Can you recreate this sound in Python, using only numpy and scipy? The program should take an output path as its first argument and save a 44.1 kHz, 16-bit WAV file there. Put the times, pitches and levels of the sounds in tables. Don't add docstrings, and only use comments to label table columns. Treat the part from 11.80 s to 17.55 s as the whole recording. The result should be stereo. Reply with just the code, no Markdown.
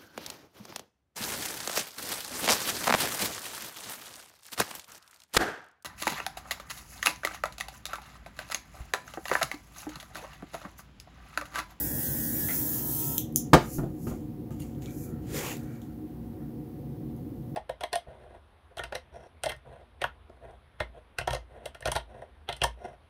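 import sys
import numpy as np
from scipy import signal
from scipy.fft import rfft, irfft, next_fast_len
from scipy.io import wavfile
from scipy.ndimage import uniform_filter1d, minimum_filter1d, map_coordinates

SR = 44100
rng = np.random.default_rng(int(sys.argv[2]) if len(sys.argv) > 2 else 0)


def store_pcm(level_fs):
    pcm = np.round(np.clip(level_fs, -1, 1) * 32767).astype(np.int16)
    wavfile.write(sys.argv[1], SR, np.atleast_2d(pcm).T)


def boost(x):
    u = np.asarray(x, float) / 20
    return 10 ** u


N = 253575

# time in seconds, level in dB.
JET_FLOW = [(0, -29), (.25, -28), (.3, -29.5), (.4, -28), (.54, -29.5), (.6, -27.5), (1.24, -29),
            (1.38, -32)]
# frequency in Hz, density in dB per Hz.
FINE_HISS = [(4900, -21), (8000, -16), (9460, -8), (11900, -1), (12800, -2), (14300, 1), (15100, 4),
             (15800, 1)]
COARSE_HISS = [(1900, -40), (2250, -26), (2600, -13), (3200, -15.5), (4100, -10.5), (4550, -14),
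               (5000, -9.5), (6400, -3.5), (8000, -1.5), (9500, -7), (12400, -25), (20000, -120)]
# frequency in Hz, width in Hz, level in dB.
CASING_FACING = [(540, 124, -14), (872, 44, -15), (1597, 147, -19), (1702, 56, -14.5), (1890, 70, -15.5),
                 (2245, 67, -23), (2500, 48, -27), (2970, 40, -30), (3320, 24, -24), (3780, 34, -26)]
CASING_ASIDE = [(387, 61, -13.5), (680, 55, -15.5), (937, 43, -10), (1294, 41, -14.5), (1700, 58, -28),
                (1870, 54, -37), (2150, 45, -29), (3140, 56, -20), (3310, 70, -31), (3610, 57, -17.5)]
# frequency in Hz, density in dB per Hz.
HOUSING_RATTLE = [(600, -3), (800, 0.5), (1100, -6.5), (1500, -5.5), (1900, -1), (2150, -16), (2400, -37)]
# frequency in Hz, density in dB per Hz.
FAN_DRONE = [(15, -57), (25, -27.5), (36, -19.5), (55, -10), (139, 3), (195, -7.5), (231, -4.5), (324, -5),
             (339, -11), (378, -8), (409, -20.5), (477, -13), (601, -30.5), (746, -26), (1000, -45),
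             (1300, -72.5), (2200, -120)]
MICROPHONE_HUSH = [(530, -32.5), (900, -3), (1400, -12), (1580, -13), (1940, -12.5), (2320, -15.5),
                   (3890, -18.5), (7600, -25.5), (11700, -15.5), (15800, -12.5)]
# frequency in Hz, width in Hz, lift in dB.
DUCT_HUMPS = [(61.9, 3, 12.5), (75, 8, -4.5), (114, 10.8, -1.5), (135.5, 19, 0), (230.7, 4.7, 11.5),
              (268, 3.2, 2.5), (307, 7.6, 9), (366.6, 4.7, 2.5), (496, 40, 2), (552.7, 4.3, 13)]
# frequency in Hz, level in dB.
MOTOR_LINES = [(646.8, -74), (727.4, -65), (739.2, -67), (831.6, -73), (924.1, -78), (1091.3, -83),
               (1201.1, -83)]
# time in seconds, level in dB.
DRONE_SWELL = [(0, -36), (1.9, -36), (2.7, -38), (3.75, -35.5), (4.05, -38.5), (5.75, -37.5)]
# frequency in Hz, width in Hz, level in dB.
PLASTIC_BODY = [(700, 31, 2), (1500, 170, -4), (1730, 140, 0), (2020, 340, -0.5)]
# frequency in Hz, width in Hz, level in dB.
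CLICK_SHELL = [(3200, 900, 0), (3900, 1000, -2)]
CLICK_METAL = [(5900, 1200, -1), (7100, 1200, -0.1)]
CLICK_EDGE = [(9600, 800, -5), (10800, 530, 2), (11600, 1100, 4), (14320, 3300, 1)]
# start in seconds, level in dB, brightness in dB.
SMALL_TICKS = [(1.5247, -57, 5), (2.7075, -57, 0), (2.802, -53, 3), (2.823, -61, 5), (2.9494, -66, -11),
               (3.022, -53, -8), (3.059, -47, -4.5), (3.1078, -52, -2), (3.7694, -50, 6), (3.834, -56, -1),
               (4.0178, -54.5, -3.5), (4.04, -65, -5), (5.3647, -63.5, 4.5)]
# start in seconds, level in dB, contact in seconds, hardness in Hz.
TABLE_BLOWS = [
    (1.732, -1.5, 0.027, 3180),
    (1.743, -8, 0.022, 1500),
    (1.808, -34.5, 0.0056, 800),
    (1.984, -22.5, 0.023, 1100),
    (2.034, -29, 0.012, 900),
    (2.268, -30, 0.02, 2000),
    (2.312, -31.5, 0.014, 1400),
    (2.707, -32, 0.0086, 1200),
]
# frequency in Hz, density in dB per Hz.
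WOOD_BODY = [(29, -49), (50, 20), (134, -10.5), (263, 4), (400, -0.5), (543, -12), (627, -3), (707, -6),
             (1010, -11.5), (1700, -15), (2450, -23), (7310, -34), (15800, -41.5)]
# frequency in Hz, 60 dB decay in seconds.
TABLE_MODES = [(140, .08), (224, .12), (340, .11), (430, .1), (520, .09), (711, .11), (835, .09),
               (950, .08), (1240, .07), (1980, .06)]
# frequency in Hz, density in dB per Hz.
SKIN_RUB = [(7500, -22), (9000, -9), (10500, 3), (12000, 2.5), (13500, 3), (15000, -1), (15800, 2.5)]
PAPER_RUB = [(4200, -18.5), (5200, -14.5), (7200, -5.5), (8200, -13.5), (9500, -13)]
BOARD_RUB = [(240, -47), (400, 1), (604, -17), (700, -8.5), (1180, -12.5), (1270, -12.5), (1680, -15),
             (2310, -11), (2520, -12), (5000, -23), (6500, -61.5), (11000, -120)]
# frequency in Hz, density in dB per Hz.
HEAVE_RUMBLE = [(250, -13), (400, 5.5), (550, 2), (750, -8), (950, -31), (1300, -17.5)]
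# start in seconds, hold in seconds, level in dB.
PALM_WIPES = [
    (1.87, .03, -56.5),
    (1.945, 0.0072, -37.5),
    (2.235, 0.027, -50),
    (3.15, 0.04, -55),
    (3.235, 0.018, -47.5),
]
# start in seconds, hold in seconds, level in dB.
BOARD_DRAGS = [
    (3.5, .01, -61.5),
    (3.565, .155, -43.5),
    (3.93, 0.025, -66),
]
# start in seconds, hold in seconds, level in dB.
SETTLING_SCUFFS = [
    (1.79, 0.0059, -58),
    (2.275, .02, -58.5),
    (2.718, .01, -65),
    (2.8, 0.009, -58.5),
    (3.022, 0.0078, -59.5),
    (3.545, .01, -57),
    (4.02, .005, -70),
]
# frequency in Hz, width in Hz, level in dB.
GROAN_MODES = [(1380, 120, 0), (1620, 170, -3), (1880, 130, -3)]
# start in seconds, hold in seconds, level in dB.
BOARD_GROANS = [
    (3.06, 0.025, -66),
    (3.28, 0.085, -75),
    (3.777, 0.14, -63),
    (4.2, 0.42, -80.5),
    (4.62, .01, -72),
]
# start in seconds, hold in seconds, level in dB, pitch in Hz.
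EDGE_SQUEAKS = [
    (3.08, 0.011, -61.5, 2350),
    (3.21, .07, -72, 2320),
    (3.26, 0.11, -66.5, 1340),
    (3.327, 0.057, -74, 1850),
    (3.9, 0.075, -69.5, 2310),
    (3.903, 0.061, -74, 1590),
    (4.02, 0.086, -74, 1340),
]
# frequency in Hz, level in dB, 60 dB decay in seconds.
CLASP_MODES = [(2800, 0.5, 0.078), (4460, -5, 0.04), (6700, -7, .05), (9300, 6.5, 0.028), (10500, 0, .04)]
# start in seconds, level in dB.
CLASP_TOUCHES = [
    (2.803, -50),
    (2.819, -48.5),
    (2.829, -59),
]
# frequency in Hz, left over right in dB.
PORT_SHADOW = [(80, 9.5), (250, 4.5), (700, 9.5), (2000, 8.5), (4000, 8.5), (7000, 10.5), (10500, 2.5),
               (15000, 3.5)]
# frequency in Hz, correlation from 0 to 1.
PORT_LIKENESS = [(60, 0.91), (250, 0.98), (550, 0.74), (1100, 0.15), (2500, 0.08), (8000, 0.027)]
# frequency in Hz, lead in radians.
PORT_LEAD = [(60, .12), (150, .25), (300, .42), (600, .2), (1200, -.6)]
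# frequency in Hz, 60 dB decay in seconds.
ROOM_DECAY = [(100, 0.13), (500, 0.18), (2000, 0.27), (5300, 0.26), (14000, 0.15)]

SWITCH_OFF_S = 1.381


def unit(x):
    return x / np.sqrt(np.mean(np.mean(np.atleast_2d(x), axis=0) ** 2) + 1e-20)


def along(points, hz):
    f, v = np.transpose(points)
    return np.interp(np.log(hz + 1), np.log(f + 1), v)


def curve(rows):
    s, value = np.transpose(rows)
    return np.interp(np.arange(N) / SR, s, value)


def wobble(rate, size=N):
    knots = rng.standard_normal(int(size * rate / SR) + 4)
    return map_coordinates(knots, [np.arange(size) * rate / SR])


def filtered(x, response):
    n = x.shape[-1]
    m = next_fast_len(n + 8192)
    return irfft(rfft(x, m) * response(np.fft.rfftfreq(m, 1 / SR)), m)[..., :n]


def resonances(modes):
    def response(f):
        total = 0
        for k, (hz, width, db) in enumerate(modes):
            damping = 1j * f * width
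            total = total + (-1) ** k * boost(db) * damping / (hz * hz - f * f + damping)
        return total
    return response


def ports(pair):
    def mid_side(hz):
        turn = np.arccos(np.clip(along(PORT_LIKENESS, hz), -1, 1)) / 2
        return np.array([np.cos(turn), np.sin(turn)])

    def shadow(hz):
        half = boost(along(PORT_SHADOW, hz) / 2) * np.exp(-.5j * along(PORT_LEAD, hz))
        return np.array([half, 1 / half])

    mid, side = filtered(pair, mid_side)
    return filtered(np.array([mid + side, mid - side]), shadow)


def rush(spectrum, patchy_db):
    z = signal.stft(rng.standard_normal((2, N)), nperseg=512)[2]
    field = uniform_filter1d(rng.standard_normal(z.shape[1:]), size=6, axis=0)
    field = uniform_filter1d(field, size=12, axis=1)
    patches = boost(patchy_db * unit(field.ravel()).reshape(field.shape))
    pair = signal.istft(z * patches, nperseg=512)[1][:, :N]
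    closed = [(spectrum[0][0] / 2, -90), *spectrum]
    return unit(ports(filtered(pair, lambda hz: boost(along(closed, hz)))))


def echoes(x):
    hz, t, z = signal.stft(rng.standard_normal((2, SR // 2)), SR, nperseg=256)
    decay = boost(-60 * t / along(ROOM_DECAY, hz)[:, None])
    tail = signal.istft(z * decay, SR, nperseg=256)[1]
    late = np.pad(x, ((0, 0), (150, 0)))
    return signal.fftconvolve(late, tail / np.linalg.norm(tail[0]), axes=1)[:, :x.shape[1]]


def strokes(rows, rise, fall):
    t = np.arange(N) / SR
    gain = 0
    for s, hold, db in rows:
        gain = gain + boost(db - rise * np.clip(s - t, 0, 1) - fall * np.clip(t - s - hold, 0, 1))
    return gain


def casing(modes, hz):
    power = sum(boost(2 * db) / (1 + ((hz - c) / w) ** 4) for c, w, db in modes)
    return 10 * np.log10(power + boost(-82))


def spray(cycle, aside):
    facing_lean_db, aside_lean_db = -2.5, 1.5
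    lean_db = facing_lean_db + aside * (aside_lean_db - facing_lean_db)
    jet = rush(FINE_HISS, patchy_db=1.5) + boost(-16) * rush(COARSE_HISS, patchy_db=2.2)
    flow = boost(curve(JET_FLOW) + 1.0 * wobble(11.67))
    puffs = 1 + 0.061 * np.cos(cycle)
    return jet * flow * puffs * boost(np.outer([.5, -.5], lean_db))


def pump(cycle, aside, pump_hz):
    pump_db = -44.5
    buzz, on = np.zeros((2, N)), round(1.6 * SR)
    for k in range(5, 47):
        facing = boost(2 * casing(CASING_FACING, k * pump_hz))
        turned = boost(2 * casing(CASING_ASIDE, k * pump_hz))
        db = pump_db + 10 * np.log10((1 - aside[:on]) ** 2 * facing + aside[:on] * turned)
        flutter_db = 3.5 * np.array([wobble(14, size=on), wobble(14, size=on)])
        shade_db = np.array([[0], [-.3 * k]])
        phase = 2 * np.pi * rng.random((2, 1))
        buzz[:, :on] += boost(db + flutter_db + shade_db) * np.sin(k * cycle[:on] + phase)
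    strokes_gain = boost(pump_db - 13.5 - 2.2 * aside) * (1 + 0.61 * np.cos(cycle))
    rattle = strokes_gain * rush(HOUSING_RATTLE, patchy_db=-2.0) * boost([[.6], [-4]])
    return rattle + buzz * boost([[8.], [-5.]])


def airbrush():
    pump_hz, turn_s, turn_lasts_s = 77.2, 0.6, 0.6
    t = np.arange(N) / SR
    aside = np.clip((t - turn_s) / turn_lasts_s, 0, 1)
    cycle = 2 * np.pi * np.cumsum(pump_hz * (1 + 0.00093 * wobble(3.05))) / SR
    since_off = np.clip(t - SWITCH_OFF_S, 0, 1)
    jet = spray(cycle, aside) * boost(-60 * since_off / 0.18)
    return jet + pump(cycle, aside, pump_hz) * boost(-60 * since_off / 0.056)


def room():
    def duct(f):
        return boost(sum(db / (1 + ((f - c) / w) ** 2) for c, w, db in DUCT_HUMPS))

    t = np.arange(N) / SR
    drone = unit(filtered(rush(FAN_DRONE, patchy_db=0.83), duct))
    drone = drone * boost(curve(DRONE_SWELL) - 0.5 + .8 * wobble(1.9))
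    lines = np.zeros(N)
    for hz, db in MOTOR_LINES:
        lines += boost(db + 3.0 + 0.64 * wobble(3.62)) * np.sin(2 * np.pi * (hz * t + rng.random()))
    hush = boost(-61.5) * rush(MICROPHONE_HUSH, patchy_db=-0.35) * boost([[-1.2], [2.2]])
    return drone + lines * boost([[3.], [-5.]]) + hush


def bump():
    start_s, contact_s, level_db = .684, 0.043, -32.5
    t = np.arange(N) / SR - start_s
    scrape = rng.standard_normal((2, N)) * (t > 0) * boost(-20 * (np.clip(t, 0, 1) / contact_s) ** 4)
    body = filtered(scrape, resonances(PLASTIC_BODY))
    return boost(level_db + 10.0) * ports(body + boost(-3.5) * echoes(body))


def clicks():
    out, t = np.zeros((2, N + SR)), np.arange(SR // 3) / SR
    switch = (SWITCH_OFF_S, -2.5, -22.5, -19, -16.5, -15.5)
    catch = (1.5599, -8, -27, -13.5, -7.5, -13.5)
    ticks = [(s, db, -bright_db, 0, bright_db, -14.5) for s, db, bright_db in SMALL_TICKS]
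    for s, db, shell_db, metal_db, edge_db, echo_db in [switch, catch, *ticks]:
        crack = np.sign(rng.standard_normal((2, len(t)))) * boost(-60 * t / .0025)
        parts = [(CLICK_SHELL, shell_db), (CLICK_METAL, metal_db), (CLICK_EDGE, edge_db)]
        tick = sum(boost(level) * filtered(crack, resonances(modes)) for modes, level in parts)
        out[:, round(s * SR):][:, :len(t)] += boost(db + 19) * (tick + boost(echo_db + 10.5) * echoes(tick))
    return ports(out[:, :N])


def knocks():
    out, t = np.zeros((2, N + SR)), np.arange(SR // 2) / SR
    modes = resonances([(hz, np.log(1000) / np.pi / t60, 2) for hz, t60 in TABLE_MODES])
    for s, db, contact, hard_hz in TABLE_BLOWS:
        thin_hz = 0.081 * hard_hz
        echo_db = -8.5 - 0.2668 * db
        push = rng.standard_normal((2, len(t))) * boost(-20 * (t / contact) ** 2) * np.minimum(1, t / 0.0017)
        push[0] += boost(-4) * np.sin(2 * np.pi * 140 * t) * boost(-60 * t / 0.066)

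        def table(hz):
            thin = (1j * hz / (thin_hz + 1j * hz)) ** 2
            dull = (1 + 1j * hz * hard_hz / 3000 ** 2) ** 2 / (1 + 1j * hz / hard_hz) ** 2
            return boost(along(WOOD_BODY, hz)) * (1 + modes(hz)) * thin * dull

        blow = filtered(push, table)
        out[:, round(s * SR):][:, :len(t)] += boost(db + 14.5) * (blow + boost(echo_db) * echoes(blow))
    return ports(out[:, :N]) * boost([[-.6], [.6]])


def rubs():
    wipes = np.outer(boost([-3, -7, -31.5]), strokes(PALM_WIPES, rise=197.5, fall=235))
    drags = np.outer(boost([-3, 1, -1]), strokes(BOARD_DRAGS, rise=263, fall=295))
    scuffs = np.outer(boost([-2, 2, -4.5]), strokes(SETTLING_SCUFFS, rise=1499.5, fall=121))
    skin, paper, board = wipes + drags + scuffs
    heave = strokes([(3.545, .01, -36.5)], rise=320, fall=75)
    soft = skin * rush(SKIN_RUB, patchy_db=1.2) + paper * rush(PAPER_RUB, patchy_db=1.3)
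    wood = board * boost(4.5) * rush(BOARD_RUB, patchy_db=2.0)
    return soft + wood + heave * rush(HEAVE_RUMBLE, patchy_db=2.5)


def groans():
    groan_noise, squeak_noise = rng.standard_normal((2, 2, N))
    groan = unit(ports(filtered(groan_noise, resonances(GROAN_MODES))))
    squeaks = np.zeros((2, N))
    for *stroke, hz in EDGE_SQUEAKS:
        mode = resonances([(hz, 170, 0)])
        narrow = unit(filtered(squeak_noise, lambda f: mode(f) ** 2))
        squeaks += strokes([stroke], rise=290, fall=280) * narrow
    return strokes(BOARD_GROANS, rise=115, fall=70) * groan + ports(squeaks)


def slides():
    drag = boost(0.71 * wobble(33) + 0.88 * wobble(300))
    return drag * (rubs() + groans())


def clasp():
    out, t = np.zeros((2, N)), np.arange(SR // 8) / SR
    for s, db in CLASP_TOUCHES:
        for hz, level, t60 in CLASP_MODES:
            size = boost(db + level + rng.normal(0, 2, (2, 1)) - 60 * t / t60)
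            out[:, round(s * SR):][:, :len(t)] += size * np.sin(2 * np.pi * (hz * t + rng.random((2, 1))))
    return ports(out)


def scene():
    return airbrush() + room() + bump() + clicks() + knocks() + slides() + clasp()


def starve(x, under_db, dip_db):
    hz, _, z = signal.stft(x, SR, nperseg=2048)
    power = uniform_filter1d(abs(z) ** 2, size=5, axis=1)[:, 2::5]
    bands = hz[2::5]
    treble = power[:, (bands > 9000) & (bands < 15500)].mean(axis=1)
    treble = minimum_filter1d(treble, size=5, axis=1)
    around = minimum_filter1d(uniform_filter1d(power, size=15, axis=1), size=5, axis=2)
    weak = (power < boost(2 * under_db) * treble[:, None]) & (power < boost(2 * dip_db) * around)
    weak[..., 1:] |= weak[..., :-1].copy()
    gone = np.repeat(weak & (bands > 2000)[:, None], 5, axis=1)
    return signal.istft(z * ~gone, SR, nperseg=2048)[1][:, :N]


def roll_off(x):
    return signal.sosfilt(signal.butter(12, 16990, fs=SR, output="sos"), x)


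def record(dry):
    top_hz = 15745
    x = starve(dry, under_db=-10, dip_db=-4)
    x = filtered(x, lambda hz: np.clip((top_hz - hz) / 90 + .5, 0, 1) ** 2)
    return roll_off(np.clip(x, -1, 1))


dry = scene()
out = record(dry)
store_pcm(out)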